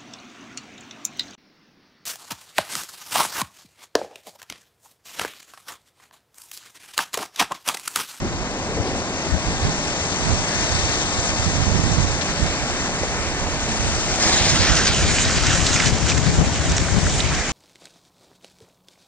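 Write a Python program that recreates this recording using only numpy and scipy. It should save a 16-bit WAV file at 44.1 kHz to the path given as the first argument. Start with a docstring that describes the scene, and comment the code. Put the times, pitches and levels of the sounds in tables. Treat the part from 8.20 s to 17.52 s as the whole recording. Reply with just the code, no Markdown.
"""Nearby ice floes and slush crunch together along a snowy bank: flickering grains of noise, with cracks,
sharp ticks and soft rubs, from low to fairly high, on top. A far ice field hisses from the left, made of
denser grains. A low roar of moving ice lies under all, and gusts thump the two ports (microphone
openings) of a hand-held stereo recorder as low noise. The recorder turns from the shore to the river,
so the crunch of the near floes swings to the front."""
import sys
import numpy as np
from scipy import signal
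from scipy.fft import next_fast_len
from scipy.io import wavfile
from scipy.ndimage import map_coordinates

SR = 44100
rng = np.random.default_rng(int(sys.argv[2]) if len(sys.argv) > 2 else 0)


def generate_wav(signal):
    """Clip the signal to [-1, 1] and save it as 16-bit WAV at the path in sys.argv[1]."""
    frames = np.transpose(np.atleast_2d(signal))
    scaled = np.clip(frames, -1, 1) * 32767
    pcm = np.round(scaled).astype(np.int16)
    wavfile.write(sys.argv[1], SR, pcm)


N = 411012   # length of the scene in samples

FAR_LEAD_MS = 0.22   # the left port hears sound from the left this much earlier
MIC_ROLL_OFF_HZ = 7450

# how much earlier the left port hears the near ice as the recorder turns (below 0: the right is first):
# (time [s], lead [ms])
NEAR_LEAD_OVER_TIME = [(4.0, 0.11), (6.0, 0.072), (7.1, 0.0065), (9.3, -0.0098)]


def from_db(db):
    """Turn decibels into a plain amplitude factor."""
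    return np.exp(np.asarray(db) * (np.log(10) / 20))


def rms_one(x):
    """Scale a sound to an average strength (rms) of 1."""
    return x / np.sqrt(np.mean(np.abs(x) ** 2) + 1e-20)


def in_time(rows):
    """Draw straight lines between the timed rows of a table; one curve per column."""
    seconds, *columns = np.transpose(rows)
    return [np.interp(np.arange(N) / SR, seconds, column) for column in columns]


def at_hz(points, hz):
    """Read each column of a table at one pitch, along a logarithmic pitch scale."""
    table_hz, *columns = np.transpose(points)
    return [np.interp(np.log(hz), np.log(table_hz), column) for column in columns]


def drift(rate_hz):
    """Slow random wander of spread 1: noise smoothed twice, each value held for 16 samples."""
    keep = np.exp(-32 * np.pi * rate_hz / SR)
    noise = rng.standard_normal(N // 16 + 4001)
    slow = signal.lfilter([1], [1, -2 * keep, keep * keep], noise)[4000:]   # skip the filter's start
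    return np.repeat(rms_one(slow), 16)[:N]


def band(x, low_hz, high_hz, order=2):
    """Let only the pitches between two limits through."""
    return signal.sosfilt(signal.butter(order, [low_hz, high_hz], "band", fs=SR, output="sos"), x)


def swells(steady, events, rise):
    """Short swells add their power to a steady level; gives the level in dB and the mixed second column."""
    level_db, steady_other = in_time(steady)
    t = np.arange(N) / SR
    power = from_db(2 * level_db)
    weighted = power * steady_other
    for s, peak_db, own_other, fall_ms in events:
        near = slice(max(round((s - .5) * SR), 0), round((s + .5) * SR))
        after = 1000 * (t[near] - s) / max(fall_ms, 5)   # time since the peak, in fall times
        swell = from_db(2 * (peak_db - 10 * np.maximum(after, -after / rise)))
        power[near] += swell
        weighted[near] += swell * own_other
    return 10 * np.log10(power), weighted / power   # the stronger part counts more


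def grains(per_s, spread_db, smooth, count):
    """Tiny fractures: random clicks of uneven size, mixed with a share of smooth noise; rms 1."""
    noise = rng.standard_normal((count, N))
    born = rng.random((count, N)) * SR / per_s
    hit = born < 1
    size_db = spread_db * np.minimum(-np.log(born[hit] + 1e-9), 5)   # many small, few large
    clicks = np.zeros((count, N))
    clicks[hit] = from_db(size_db) * np.sign(noise[hit])
    share = np.clip(smooth, 0, 1)
    shifted_noise = np.roll(noise, N // 2, axis=1)   # moved away from the clicks that took its signs
    return np.sqrt(1 - share) * rms_one(clicks) + np.sqrt(share) * shifted_noise


def at_the_ports(source, spectrum, port_differences, lead_ms, body_db, grit_db, patchy_db, patch_rate):
    """In third-octave bands, shared sound reaches the ports with a lag and shading; the rest is scattered."""
    late = np.arange(N) - lead_ms * SR / 1000
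    shared = source[:2]
    # shifted by a quarter cycle, to turn the phase
    turned = signal.hilbert(shared, next_fast_len(N))[:, :N].imag
    shared_late = [map_coordinates(v, [late], order=2) for v in shared]
    turned_late = [map_coordinates(v, [late], order=2) for v in turned]
    edges = spectrum[0][0] * 2 ** (np.arange(-1, 15) / 3)
    edges = edges[edges < 11500]
    out = np.zeros((2, N))
    for k, (low, high) in enumerate(zip(edges, edges[1:])):
        hz = np.sqrt(low * high)
        j = k % 2   # neighbouring bands get unrelated grains
        level_db, = at_hz(spectrum, hz)
        shade_db, alike, phase = at_hz(port_differences, hz)
        alike = np.clip(alike, 0, 1)
        right = np.cos(phase) * shared_late[j] - np.sin(phase) * turned_late[j]
        scattered = source[2:][::1 - 2 * j]   # every other band swaps the ports
        pair = np.sqrt(alike) * np.array([shared[j], right]) + np.sqrt(1 - alike) * scattered
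        body_part_db = body_db / (1 + (hz / 2600) ** 4)
        grit_part_db = grit_db / (1 + (np.log(hz / 4600) / 0.34) ** 2)
        flicker_db = patchy_db * drift(patch_rate)
        gain = from_db(level_db + body_part_db + grit_part_db + flicker_db)
        out += gain * band(pair, low, high) * from_db([[shade_db / 2], [-shade_db / 2]])
    return out / np.sqrt(np.mean(band(out, 3500, 8000) ** 2))   # rms 1 from 3.5 to 8 kHz


def near_floes():
    """Snowy rims crush against each other: coarse grains whose level flickers, with stronger surges."""
    # tone colour of the crunch: (pitch [Hz], relative level per Hz [dB])
    crunch_colour = [(400, -15), (800, -8), (1500, 5), (2200, 2.5), (3200, -0.5), (4500, -4), (6500, -0.5),
                     (8000, 4.5), (10000, -3)]
    # port differences of the crunch by pitch:
    # (pitch [Hz], left minus right [dB], likeness of the ports [0-1], phase beyond the plain lag [rad])
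    crunch_ports = [(700, -1, 0.95, -0.38), (1480, -0.5, 1, -0.075), (2300, -4.5, 0.85, 0.2),
                    (2900, -2.5, 0.95, -0.55), (4160, 3.5, 0.82, -0.6), (5500, 1, 0.96, 0.12),
                    (7060, 0, 0.75, -0.056), (8200, -3.5, 0.11, .3), (10000, -4.5, 0.066, .3)]
    # steady grinding: (time [s], level [dB], extra body below about 2.6 kHz [dB])
    grinding = [(3.2, -62, 3.5), (4.1, -33.5, 1.5), (5.5, -34.5, 1), (5.98, -33, 4), (6.03, -21.5, -5.5),
                (6.5, -25, 3), (6.75, -29, 2.5), (7.25, -23.5, -1), (7.4, -25.5, 1), (7.5, -25, -1.5),
                (7.67, -23, -2), (7.72, -28, -3.5), (8.05, -32.5, -4.5), (8.12, -30.5, -4), (8.45, -37, 8),
                (8.78, -32, -1.5), (9.05, -29.5, 5), (9.32, -28.5, -0.5)]
    # rims crush in a surge:
    # (time of peak [s], peak [dB], extra body below about 2.6 kHz [dB], time to fall 10 dB [ms])
    surge_list = [(5.68, -31, -2.5, 497), (6.03, -24, -1, 42), (6.571, -19.5, -3, 29),
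                  (6.68, -18.5, -1.5, 21), (6.9, -26.5, -4, 304), (7.468, -29, -4, 57),
                  (7.565, -24.5, -5, 41), (7.9, -21.5, -3, 43), (7.979, -23, 6, 7), (8.069, -26, 0, 45.5),
                  (8.5, -28.5, -5, 402.5), (8.95, -25, -9.5, 132)]
    # emphasis of the crunch around 4.6 kHz: (time [s], level [dB])
    grit = [(5.5, -3.5), (6.0, 4.5), (6.25, 9), (6.8, 6), (7.6, 2.5), (8.2, -0.5)]
    crunch_db, body_db = swells(grinding, surge_list, rise=1.14)   # rise time over fall time
    clumps = from_db(1.1 * drift(25) + 0.7 * drift(100))
    fractures = grains(1800, 3.4, 0.61, count=4)
    lead_ms, = in_time(NEAR_LEAD_OVER_TIME)
    grit_db, = in_time(grit)
    crunch = at_the_ports(fractures, crunch_colour, crunch_ports, lead_ms, body_db, grit_db,
                          patchy_db=2.0, patch_rate=11.6)
    return from_db(crunch_db) * clumps * crunch


def cracks():
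    """Ice crust cracks: short bursts of uneven grains, each around its own pitch, swell and die fast."""
    # single cracks: (time [s], peak [dB], pitch [Hz], left minus right [dB], width [octaves], length [ms])
    crack_list = [(0.654, -22, 4300, 13, 0.86, 25), (4.009, -19.5, 3000, 24, 1.8, 13),
                  (4.262, -19, 4700, 1, 0.4, 2.5), (6.553, -4, 5950, 4, 0.48, 1.5),
                  (6.562, -12, 6000, 3, .3, 7), (6.671, -6, 4180, 0, 1.3, 2.6),
                  (7.05, -10, 4400, 1, 0.42, 2.5), (7.267, -3, 6500, 1, 0.76, 3.6),
                  (7.463, -1.5, 5500, 4, 1.35, 8), (7.553, -13, 2000, 0, 0.85, 29),
                  (7.599, -8, 2000, -5, 0.93, 5.7), (7.876, -17, 2400, -1, 0.66, 33),
                  (7.891, -6, 4500, 2, 2.0, 13), (7.917, -14, 2460, -5, 0.24, 3.8),
                  (8.494, -12, 6500, 0, .8, 8), (8.517, -9, 6900, -5, 0.57, 3.1),
                  (8.565, -8, 6700, 1, 0.53, 5), (8.579, -7, 6400, -2, 0.69, 2.4),
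                  (8.681, -18, 1550, -2, .5, 5), (8.866, -16, 1600, 2, .6, 2.3),
                  (8.898, -13, 5400, 3, 0.58, 1.9), (9.003, -10.5, 3850, -10, 0.27, 2.7),
                  (9.15, -11, 6200, 0, .8, 2.2)]
    ms = np.arange(SR // 10) * 1000 / SR
    noise = rng.standard_normal((len(crack_list), len(ms))) ** 3   # cubed: a few grains stand out
    out = np.zeros((2, N))
    for (s, peak_db, hz, pan_db, octaves, length_ms), burst in zip(crack_list, noise):
        spread = 2 ** (max(octaves, .2) / 2)
        age = ms / max(length_ms, .2)
        swell = age * np.exp(-2 * age)   # strongest at half the length
        snap = band(burst * swell, hz / spread, min(hz * spread, 12000))
        snap = from_db(peak_db) * snap / abs(snap).max()
        at = round(s * SR)
        # cracks come from the left until the river is in front
        lag = round(FAR_LEAD_MS * SR / 1000) * (s < 5.9)
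        out[0, at:at + len(ms)] += from_db(pan_db / 2) * snap
        out[1, at + lag:at + lag + len(ms)] += from_db(-pan_db / 2) * snap
    return out


def ticks():
    """Thin ice snaps: one sharp edge with a very short rattle after it, the same at both ports."""
    # single snaps: (time [s], peak [dB])
    tick_list = [(3.870, -18), (4.121, -19), (4.264, -20), (5.952, -12), (6.421, -10), (6.575, -10),
                 (6.586, -8), (6.985, -4), (7.296, -7), (7.349, -8), (7.532, -6), (7.602, -8), (7.623, -6),
                 (7.810, -16), (7.921, -10), (7.979, -7), (8.479, -14), (8.582, -5), (8.599, -14)]
    decay_ms, low_hz = 0.47, 1300
    ms = np.arange(SR // 100) * 1000 / SR
    rattle = rng.standard_normal((len(tick_list), len(ms))) * np.exp(-ms / decay_ms)
    rattle[:, 0] = 2   # the sharp edge
    high_pass = signal.butter(2, low_hz, "high", fs=SR, output="sos")
    snaps = signal.sosfilt(high_pass, band(rattle, 300, MIC_ROLL_OFF_HZ))
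    out = np.zeros((2, N))
    for (s, peak_db), snap in zip(tick_list, snaps):
        at = round(s * SR)
        out[:, at:at + len(ms)] += from_db(peak_db) * snap / abs(snap).max()
    return out


def rubs():
    """Ice rubs: a short swell of narrow noise, from low to fairly high, the same at both ports."""
    # rubs: (time of peak [s], length, as the spread of a bell curve [s], pitch [Hz], level [dB],
    # width [octaves])
    rub_list = [(0.049, 0.019, 272, -24.5, 0.71), (0.661, 0.13, 388, -29, 0.89),
                (2.367, 0.12, 1750, -33, 0.47), (4.833, 0.0036, 516, -21.5, 0.43),
                (6.18, 0.22, 697, -30, 0.61), (6.208, 0.066, 3780, -29, 0.24)]
    noise = rng.standard_normal((len(rub_list), SR))
    out = np.zeros(N)
    for (s, length, hz, level_db, octaves), rub in zip(rub_list, noise):
        at = np.arange(max(round(s * SR) - SR // 2, 0), round(s * SR) + SR // 2)
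        spread = 2 ** (max(octaves, .2) / 2)
        swell = np.exp(-.5 * ((at / SR - s) / length) ** 2)
        sound = swell * band(rub, hz / spread, hz * spread)[-len(at):]
        same_energy = np.sqrt(np.sum(swell ** 2) / np.sum(sound ** 2))
        out[at] += from_db(level_db) * sound * same_energy
    return out


def far_ice():
    """Countless distant floes rub: dense grains that swell together in short, slight surges."""
    # tone colour of the hiss: (pitch [Hz], relative level per Hz [dB])
    hiss_colour = [(700, -0.5), (1200, 0), (2000, 0), (3000, -2), (4500, -3.5), (6500, 1), (8000, -1),
                   (10000, -3)]
    # port differences of the hiss by pitch:
    # (pitch [Hz], left minus right [dB], likeness of the ports [0-1], phase beyond the plain lag [rad])
    hiss_ports = [(696, -1, 0.96, 0.76), (1580, -0.5, 0.92, 0.84), (2260, 1.5, 0.36, 1.43),
                  (2940, 1.5, 0.82, 0.73), (3720, 9.5, 0.58, 0.33), (4630, 8.5, 0.84, -0.65),
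                  (5570, 9, 1, -1.3), (7000, 8.5, 0.45, -0.78), (8200, -6, 0.61, -0.31),
                  (9450, 3.5, 0.98, 1.7)]
    # the far ice field: (time [s], level [dB], extra body below about 2.6 kHz [dB])
    far_level = [(0.0, -35.5, 3.5), (2.61, -23.5, -0.4), (5.3, -31.5, 2), (5.6, -27.5, -2),
                 (5.96, -25.5, -9), (6.1, -24.5, -2), (6.6, -31, -9.5), (8.3, -30.5, -3), (9.32, -30, -3)]
    hiss_db, body_db = in_time(far_level)
    surges = from_db(0.31 * drift(12.0) + 0.86 * drift(41))
    fractures = grains(5000, 3.6, 0.67, count=4)
    hiss = at_the_ports(fractures, hiss_colour, hiss_ports, FAR_LEAD_MS, body_db, 0,
                        patchy_db=0.82, patch_rate=14.0)
    return from_db(hiss_db) * surges * hiss


def roar():
    """Moving ice roars low: shaped noise, nearly alike at both ports but for the lag of the near ice."""
    # tone colour of the roar: (pitch [Hz], relative level per Hz [dB])
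    roar_colour = [(60, -3.5), (150, 4), (300, 3), (500, -1), (800, 0.5), (1200, -10.5), (2000, -10.5),
                   (4000, -25)]
    # loudness of the roar: (time [s], level [dB])
    roar_level = [(0.0, -32), (0.57, -29.5), (5.96, -29.5), (6.03, -25.5), (6.59, -27.5), (9.32, -30.5)]
    white = rng.standard_normal((2, 2, N))
    edges = 50 * 2 ** np.arange(0, 7, .5)   # half-octave bands
    out = 0
    for k, (low, high) in enumerate(zip(edges, edges[1:])):
        gain = from_db(at_hz(roar_colour, np.sqrt(low * high))[0])
        out = out + gain * band(white[k % 2], low, high)
    roar_db, = in_time(roar_level)
    shared, scattered = from_db(roar_db) * out / np.sqrt(np.mean(band(out, 232, 1110) ** 2))
    lead_ms, = in_time(NEAR_LEAD_OVER_TIME)
    late = np.interp(np.arange(N) - lead_ms * SR / 1000, np.arange(N), shared)
    return np.array([shared + 0.045 * scattered, late - 0.046 * scattered])


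def wind():
    """Lumpy eddies press on each port separately as low noise; stronger gusts reach higher in pitch."""
    # breeze on the ports: (time [s], level [dB], left minus right [dB])
    breeze = [(0.0, -35, -13), (.7, -34, 6), (1.04, -39, -6), (1.85, -32.5, -4), (2.82, -40, -21),
              (3.4, -27, -22), (3.84, -29, -24.5), (4.02, -33.5, -15), (4.4, -36, -14.5),
              (5.5, -34.5, -12.5), (6.15, -36.5, -13), (6.55, -29, -17), (6.72, -30.5, 5), (7.2, -22, 6.5),
              (7.8, -23.5, 10), (8.27, -18.5, 5), (8.45, -30.5, 10), (9.16, -23, -1.5), (9.23, -37, -14)]
    # gusts that thump the ports:
    # (time of peak [s], peak [dB], left minus right [dB], time to fall 10 dB [ms])
    gust_list = [(0.048, -25.5, 6, 74), (.59, -30, 22, 50), (1.145, -24.5, 23, 51), (1.3, -22, 0, 50),
                 (1.471, -16.5, -2, 32), (2.108, -20.5, -13.5, 75), (2.52, -24, -16, 147),
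                 (3.63, -25, -13, 34), (4.244, -24, -22, 41), (5.0, -26, -8, 27), (5.66, -20, -10, 71),
                 (6.5, -25, -15.5, 404), (6.87, -18, 4, 139), (8.19, -17, 1, 45), (8.54, -19, 2.5, 200),
                 (8.77, -24.5, 20, 114), (8.885, -21, 4, 60)]
    # the wind's upper part over its thud: (time [s], level [dB])
    eddy_size = [(0.0, 4), (.8, -15), (1.5, 1.5), (2.2, -0.5), (2.7, -22), (3.5, -2), (5.0, -2.5),
                 (6.5, -4.5), (9.3, 1)]
    # deep rumble of the air at each port: (time [s], level [dB])
    rumble_level = [(0.0, -39), (2.2, -36), (4.0, -35), (6.0, -32), (6.45, -34), (7.6, -38), (9.3, -31.5)]
    rumble_follows = .4   # share of the wind's swing in dB that the rumble takes over
    level_db, pan_db = swells(breeze, gust_list, rise=0.99)   # rise time over fall time
    port_db = level_db + np.array([pan_db, -pan_db]) / 2
    lumps = from_db([3.4 * drift(24) for port in range(2)])
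    eddies = rng.standard_normal((2, 2, N))
    thud = rms_one(band(eddies[0], 45.6, 107.4))
    flutter = rms_one(band(eddies[1], 124.0, 172.0, order=1))
    rasp = rms_one(band(eddies[0], 210, 282))
    gust_db = port_db + 16.5   # over a strong gust
    small_db, = in_time(eddy_size)
    flutter_gain = from_db(small_db + 0.54 * gust_db)
    rasp_gain = from_db(small_db - 23.5 + 1.9 * gust_db)
    buffeting = from_db(port_db) * rms_one(lumps) * (thud + flutter_gain * flutter + rasp_gain * rasp)
    wander_db = np.array([2.5 * drift(3) for port in range(2)])
    swing_db = rumble_follows * (port_db - port_db.mean())
    rumble_db = in_time(rumble_level)[0] + swing_db + wander_db
    rumble = from_db(rumble_db) * rms_one(band(eddies[1], 25, 55))
    return rumble + buffeting


def scene():
    """Add up all the sounds of the ice and the wind."""
    return near_floes() + cracks() + ticks() + rubs() + far_ice() + roar() + wind()


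def record(dry):
    """The microphone falls off in the treble, peaks are rounded, the top is cut."""
    dull = signal.sosfilt(signal.butter(7, MIC_ROLL_OFF_HZ, fs=SR, output="sos"), dry)
    rounded = 0.93 * np.tanh(dull)
    top_cut = signal.cheby2(12, 60, 11400, fs=SR, output="sos")   # 60 dB down from 11.4 kHz up
    return signal.sosfilt(top_cut, rounded)


dry = scene()
out = record(dry)
generate_wav(out)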